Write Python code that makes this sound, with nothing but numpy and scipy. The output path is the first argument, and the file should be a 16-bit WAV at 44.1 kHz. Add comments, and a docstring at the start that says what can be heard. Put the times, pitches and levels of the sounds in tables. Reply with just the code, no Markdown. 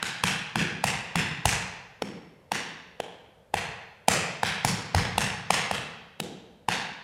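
"""Tap steps in a live hall

A dancer in tap shoes steps out a slow phrase on the sprung wooden floor of a large, live hall, heard in one
channel by a microphone a few metres away. Each step is a glided knock (the bending wave in the boards), filtered
noise bursts for the click of the metal plate, and a low resonance for the floor's thump. Scattered bursts make the
wall echoes and banded, decaying noise makes about a second of reverberation, all over faint, steady room noise.
"""
import sys
import numpy as np
from scipy import signal
from scipy.fft import rfft, irfft
from scipy.io import wavfile

SR = 44100
rng = np.random.default_rng(int(sys.argv[2]) if len(sys.argv) > 2 else 0)


def file_out(sig):
    """Save sig as 16-bit WAV at sys.argv[1]."""
    # one column per channel
    cols = np.atleast_2d(sig).T
    # limit, then scale
    lim = np.clip(cols, -1, 1)
    pcm = np.round(lim * 32767).astype(np.int16)
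    wavfile.write(sys.argv[1], SR, pcm)


N = 310023

# resonances and dips of boards and shoe, common to all steps: (centre [Hz], width [Hz], level [dB])
BODY_RESONANCES = [(31.77, 12, -6), (178.4, 39, 5.5), (312, 100, -1.5), (359, 28, 4), (465.4, 84, 6.5),
                   (602, 90, -2), (810, 107, 2), (1250, 290, -2), (2695, 150, 3), (10200, 810, 2.5)]
# basic spectrum of the plate's click: (frequency [Hz], level [dB])
CLICK_SPECTRUM = [(100, -26), (500, -5.5), (1100, -5), (2000, -0.5), (3200, 1.5), (6000, 0.5), (10000, 4.5),
                  (12500, -3.5), (16000, -6.5)]
# reverberation time of the hall, for a fall of 60 dB: (frequency [Hz], time [s])
HALL_DECAY = [(60, 0.57), (160, 0.97), (420, 0.85), (1100, 1.063), (2900, 0.95), (5500, 0.79), (8000, 0.49),
              (13000, 0.24)]
# first echoes from ceiling and walls: (delay [s], level [dB])
WALL_ECHOES = [(0.0133, -24.5), (0.017, -16.5), (0.0264, -12.5), (0.0313, -18), (.035, -13)]
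# spectrum of the room noise: (frequency [Hz], level [dB per Hz])
ROOM_SPECTRUM = [(25, -101), (70, -83), (124, -84), (200, -88), (320, -100.5), (470, -85.5), (1100, -102),
                 (3000, -110), (6000, -117), (13000, -120), (16000, -138)]
# steps on the toe plate, the first one just before the start, so that only its tail is heard:
# (time [s], strike [dB], hardness of the contact [dB], board [dB], board pitch [Hz],
#  floor thump [dB], thump pitch [Hz], strongest plate resonance [Hz])
TOE_STEPS = [(-0.26, 7, -5, 14, 900, 19, 144, 2900), (0.028, 3.5, -2, 5, 1290, 13, 167, 5050),
             (0.2382, 8.5, 1, 12.5, 1076, 23, 144, 3100), (0.5574, 7.5, -7.5, -6, 995, 27, 180, 2670),
             (0.841, 6, 3.5, 14, 770, 23, 120, 2640), (1.157, 6.5, -2.5, 9, 840, 26, 151, 2380),
             (1.456, 8, 4.5, 15.5, 858, 28.5, 86.6, 7800), (2.519, 3.5, -1.5, 10, 824, 16, 210, 6030),
             (3.5414, 3, -1.5, 15, 800, 18, 105, 2580), (4.084, 9, 6.5, 21, 785, 26, 155, 2200),
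             (4.4329, 6.5, -3.5, 12, 880, 18.5, 137, 4100), (4.649, 5, 6, 15, 810, 27, 122, 4800),
             (4.9481, 6.5, -2, 16.5, 784, 33, 83.5, 5400), (5.1812, 6, 3.5, 15.5, 835, 24, 122, 2810),
             (5.506, 10, -1, 18, 800, 19, 147, 9430), (5.7129, 2.5, -3, 11, 770, 19.5, 141, 3360),
             (6.6869, 8, -6, 15, 850, 18.5, 173.6, 4570)]
# heel drops: (time [s], strike [dB], hardness of the contact [dB], board [dB], board pitch [Hz],
#  floor thump [dB], strongest plate resonance [Hz], width of that resonance [Hz])
HEEL_DROPS = [(2.0218, 4.5, -9, 4, 516, 17.5, 5370, 450), (3.0021, -1.5, -3.5, 8, 642, 5, 3250, 993),
              (6.2016, -0.5, 4, 2.5, 640, 18, 3390, 1000)]

SIZE = 65536  # samples in one step with its tail
AGE = np.arange(SIZE) / SR  # s
FREQ = np.maximum(np.fft.rfftfreq(SIZE, 1 / SR), 1)  # Hz
LEAD_S = 0.012  # each step's sound opens this long before its click
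TOP_HZ = 16000  # top of the recorder's range

# toe: sole clack and metal ping above the strike; lift of the plate resonance; direct knock against the board level
TOE_CLACK_DB, TOE_PING_DB, TOE_PLATE_DB, TOE_KNOCK_DB = 10, -3, 3, -25
TOE_WIDTH_HZ = 1130  # width of the toe plate's resonance
# heel: the body's weight damps the sole, so it hardly clacks; its small plate rings more
HEEL_CLACK_DB, HEEL_PING_DB, HEEL_PLATE_DB, HEEL_KNOCK_DB = -5, -12, 10, -24.5
HEEL_THUMP_HZ = 246  # higher than any toe thump
# a harder contact is louder [dB per dB of hardness] and brighter [dB per octave per dB of hardness]
CLICK_PER_HARD, TILT_PER_HARD = 0.43, 0.35
TILT_DB_PER_OCTAVE = -6.5  # tilt of the click at zero hardness
CLACK_HZ, EDGE_HZ = 1742, 10300  # pitch of the sole's clack; treble edge of the contact
# the plate's second landing: typical rate [Hz], its scatter [octaves], its share of the first [0-1]
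BOUNCE_HZ, BOUNCE_OCTAVES, BOUNCE_SHARE = 880, 0.25, 0.23


def undb(db):
    """Decibels to gain."""
    return 10 ** (np.asarray(db) / 20)


def curve(points, hz):
    """Read (frequency [Hz], value) points on a log-frequency axis."""
    at, value = np.transpose(points)
    return np.interp(np.log(hz), np.log(at), value)


def unit(x):
    """Scale to an energy of one."""
    return x / np.sqrt(np.sum(x ** 2))


def bell(hz, width_hz):
    """Shape of a resonance in dB, one at its centre; the width is two standard deviations."""
    return np.exp(-2 * ((FREQ - hz) / width_hz) ** 2)


def hump(hz, q):
    """Gain of a broad resonance with steep skirts."""
    return 1 / (1 + (q * (FREQ / hz - hz / FREQ)) ** 2)


def ring(x, gain):
    """Pass x through the causal (minimum-phase) filter that has this gain."""
    cepstrum = irfft(np.log(gain + 1e-5))
    # fold the cepstrum onto positive time
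    cepstrum[1:SIZE // 2] *= 2
    cepstrum[SIZE // 2 + 1:] = 0
    return irfft(rfft(x) * np.exp(rfft(cepstrum)))


def add(out, x, start_s):
    """Mix x into out from a time in seconds, dropping whatever lies outside."""
    i = int(round(start_s * SR))
    x, i = x[max(-i, 0):], max(i, 0)
    out[i:i + len(x)] += x[:N - i]


def room_noise():
    """Faint steady ventilation rumble and hiss: white noise shaped to the room's spectrum."""
    hz = np.maximum(np.fft.rfftfreq(N, 1 / SR), 1)
    spectrum = rfft(rng.standard_normal(N)) * undb(curve(ROOM_SPECTRUM, hz))
    return irfft(spectrum, N) * np.sqrt(SR / 2)  # from level per Hz to level over the whole band


def knock(hz, lead_s, rise_s=0.0011, fall_s=0.0011, glide=0.33):
    """A bending wave swells ahead of the click; its higher pitches travel faster, so it glides down."""
    t = AGE - lead_s
    cycles = np.cumsum(hz * (1 - glide * np.tanh(t / 0.0052))) / SR
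    cycles = cycles - cycles[int(lead_s * SR)] - 0.06
    envelope = np.exp(-np.abs(t) / np.where(t < 0, rise_s, fall_s))
    return envelope * np.cos(2 * np.pi * cycles)


def forerunner(lead_s, rise_s=0.0025):
    """A faint hiss swells just before the click, as the boards carry it ahead of the air."""
    swell = np.exp(np.minimum(AGE - lead_s, 0) / rise_s) * (AGE < lead_s)
    return unit(rng.standard_normal(SIZE) * swell)


def contact(reflection_s=0.0014, reflection=0.65, rattle=1.15, rattle_s=0.0023):
    """The plate hits and rattles on its screws, and its sound comes back off the floor just behind it."""
    force = rattle * unit(rng.standard_normal(SIZE) * np.exp(-AGE / rattle_s))
    force[0] += 1
    force[int(reflection_s * SR * rng.uniform(0.8, 1.25))] += reflection
    return unit(force)


def plate_colour(spacing_hz=330, depth_db=2.3):
    """Each step lands on another spot of the plate and favours other modes, most of all in the treble."""
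    at = np.arange(100) * spacing_hz
    uneven = np.interp(FREQ, at, rng.standard_normal(len(at)))
    return undb(depth_db * uneven * FREQ / (FREQ + 1200))


def bounce(rate_hz, share):
    """The plate lands twice, about a millisecond apart; the pair combs the spectrum into a metallic ring."""
    pair = 1 + share * np.exp(-2j * np.pi * FREQ / rate_hz)
    return np.abs(pair) / np.sqrt(1 + share ** 2)


def hall_bands(build_s=0.031, early=0.48, low_hz=420, flutter_s=0.0742, flutter=0.13):
    """Octave bands of the reverberation, each a (filter, envelope) pair with its own decay."""
    centres = 62.5 * 2 ** np.arange(9)
    # the treble must first come back from the walls
    airborne = np.interp(AGE, [0, 0.011, build_s - 0.002, build_s + 0.002], [0.15, early * 0.62, early, 1])
    # the floor radiates bass at once, and it throbs as it runs to and fro along the hall
    bass = 1 + flutter * np.cos(2 * np.pi * AGE / flutter_s) * np.minimum(AGE / flutter_s, 1)
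    bands = []
    for hz, pick in zip(centres, np.eye(len(centres))):
        low = 1 / (1 + (hz / low_hz) ** 4)
        decay = undb(-60 * AGE / curve(HALL_DECAY, hz))
        envelope = (low * bass + (1 - low) * airborne) * decay
        band = np.interp(np.log(FREQ), np.log(centres), pick)
        bands.append((band, unit(envelope)))
    return bands


def hall(bands, echo_low_hz=700, grain_db=3.0, grain_s=0.0011, grain_fade_s=0.25, scatter_s=0.001):
    """The hall's answer to one step: a few distinct echoes and a grainy tail, new each time as the dancer moves."""
    # reflections arrive in clusters that merge as the sound ages
    spread = np.log(undb(grain_db)) * np.exp(-AGE / grain_fade_s)
    clusters = np.interp(AGE, np.arange(4000) * grain_s, rng.standard_normal(4000))
    grain = np.exp(spread * clusters - spread ** 2 * 2 / 3)
    noise = rfft(rng.standard_normal(SIZE) * grain)
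    tail = np.zeros(SIZE)
    for band, envelope in bands:
        # the hall returns a fixed share of the energy in every octave
        share = np.sqrt(np.mean(band ** 2))
        tail += unit(irfft(noise * band) * envelope) * share
    echoes = np.zeros(SIZE)
    for delay_s, db in WALL_ECHOES:
        # each wall scatters the click into a short burst
        burst = unit(rng.standard_normal(SIZE) * np.exp(-AGE / scatter_s))
        arrival_s = delay_s + 0.0006 * rng.standard_normal()
        echoes += undb(db) * np.roll(burst, int(SR * arrival_s))
    # the echoes are thin in the bass
    return tail + ring(echoes, FREQ / (FREQ + echo_low_hz))


def step(bands, strike, hard, board, board_hz, thump, thump_hz, plate_hz, width_hz,
         clack_db, ping_db, plate_db, knock_db, push_db=-10, early_db=-17, direct_share=0.77,
         ping_hz=6000, thump_q=0.78, board_q=0.84, clack_q=0.73, ping_q=0.89):
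    """One step: knock, click and floor push straight to the microphone, and the step again through the hall."""
    body = undb(sum(db * bell(hz, width) for hz, width, db in BODY_RESONANCES))
    bounce_hz = BOUNCE_HZ * 2 ** (BOUNCE_OCTAVES * rng.standard_normal())
    colour = body * plate_colour() * bounce(bounce_hz, BOUNCE_SHARE)
    plate = plate_db * bell(plate_hz, width_hz)
    floor = undb(thump) * hump(thump_hz, thump_q)

    # straight to the microphone
    octaves = np.log2(np.maximum(FREQ, 1300) / 3000)
    tilt = (TILT_DB_PER_OCTAVE + TILT_PER_HARD * hard) * octaves
    click = strike + CLICK_PER_HARD * hard + tilt + curve(CLICK_SPECTRUM, FREQ)
    snap = colour * undb(click + direct_share * plate)
    ahead = undb(board + knock_db) * ring(knock(board_hz, LEAD_S), body)
    ahead += undb(early_db) * ring(forerunner(LEAD_S), snap)
    impulse = 1.0 * (AGE == 0)
    direct = ring(contact(), snap) + ring(impulse, undb(push_db) * floor)

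    # into the hall: floor, boards, sole and plate
    boards = undb(board) * hump(0.89 * board_hz, board_q)
    clack = undb(strike + clack_db) * hump(CLACK_HZ, clack_q)
    ping = undb(strike + hard + ping_db) * hump(ping_hz, ping_q)
    power = floor ** 2 + boards ** 2 + clack ** 2 + ping ** 2
    # the contact time limits how high the shoe rings
    radiated = np.sqrt(power / (1 + (FREQ / EDGE_HZ) ** 8))
    airborne = direct + ring(hall(bands), radiated * colour * undb(plate))
    return ahead + np.pad(airborne, (int(LEAD_S * SR), 0))[:SIZE]


def steps():
    """The phrase: toe steps and a few heel drops, all in the same hall."""
    out, bands = np.zeros(N), hall_bands()
    for time_s, strike, hard, board, board_hz, thump, thump_hz, plate_hz in TOE_STEPS:
        toe = step(bands, strike, hard, board, board_hz, thump, thump_hz, plate_hz, TOE_WIDTH_HZ,
                   TOE_CLACK_DB, TOE_PING_DB, TOE_PLATE_DB, TOE_KNOCK_DB)
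        add(out, toe, time_s - LEAD_S)
    for time_s, strike, hard, board, board_hz, thump, plate_hz, width_hz in HEEL_DROPS:
        heel = step(bands, strike, hard, board, board_hz, thump, HEEL_THUMP_HZ, plate_hz, width_hz,
                    HEEL_CLACK_DB, HEEL_PING_DB, HEEL_PLATE_DB, HEEL_KNOCK_DB)
        add(out, heel, time_s - LEAD_S)
    return out


def scene():
    """The steps over the quiet hall, in one channel."""
    return (steps() + room_noise())[None]


def record(dry):
    """The recorder rounds the sharpest peaks and cuts the top."""
    rounded = 1.2 * np.tanh(dry / 1.2)
    top_cut = signal.ellip(8, 0.2, 70, TOP_HZ, fs=SR, output="sos")
    return signal.sosfilt(top_cut, rounded)


dry = scene()
out = record(dry)
file_out(out)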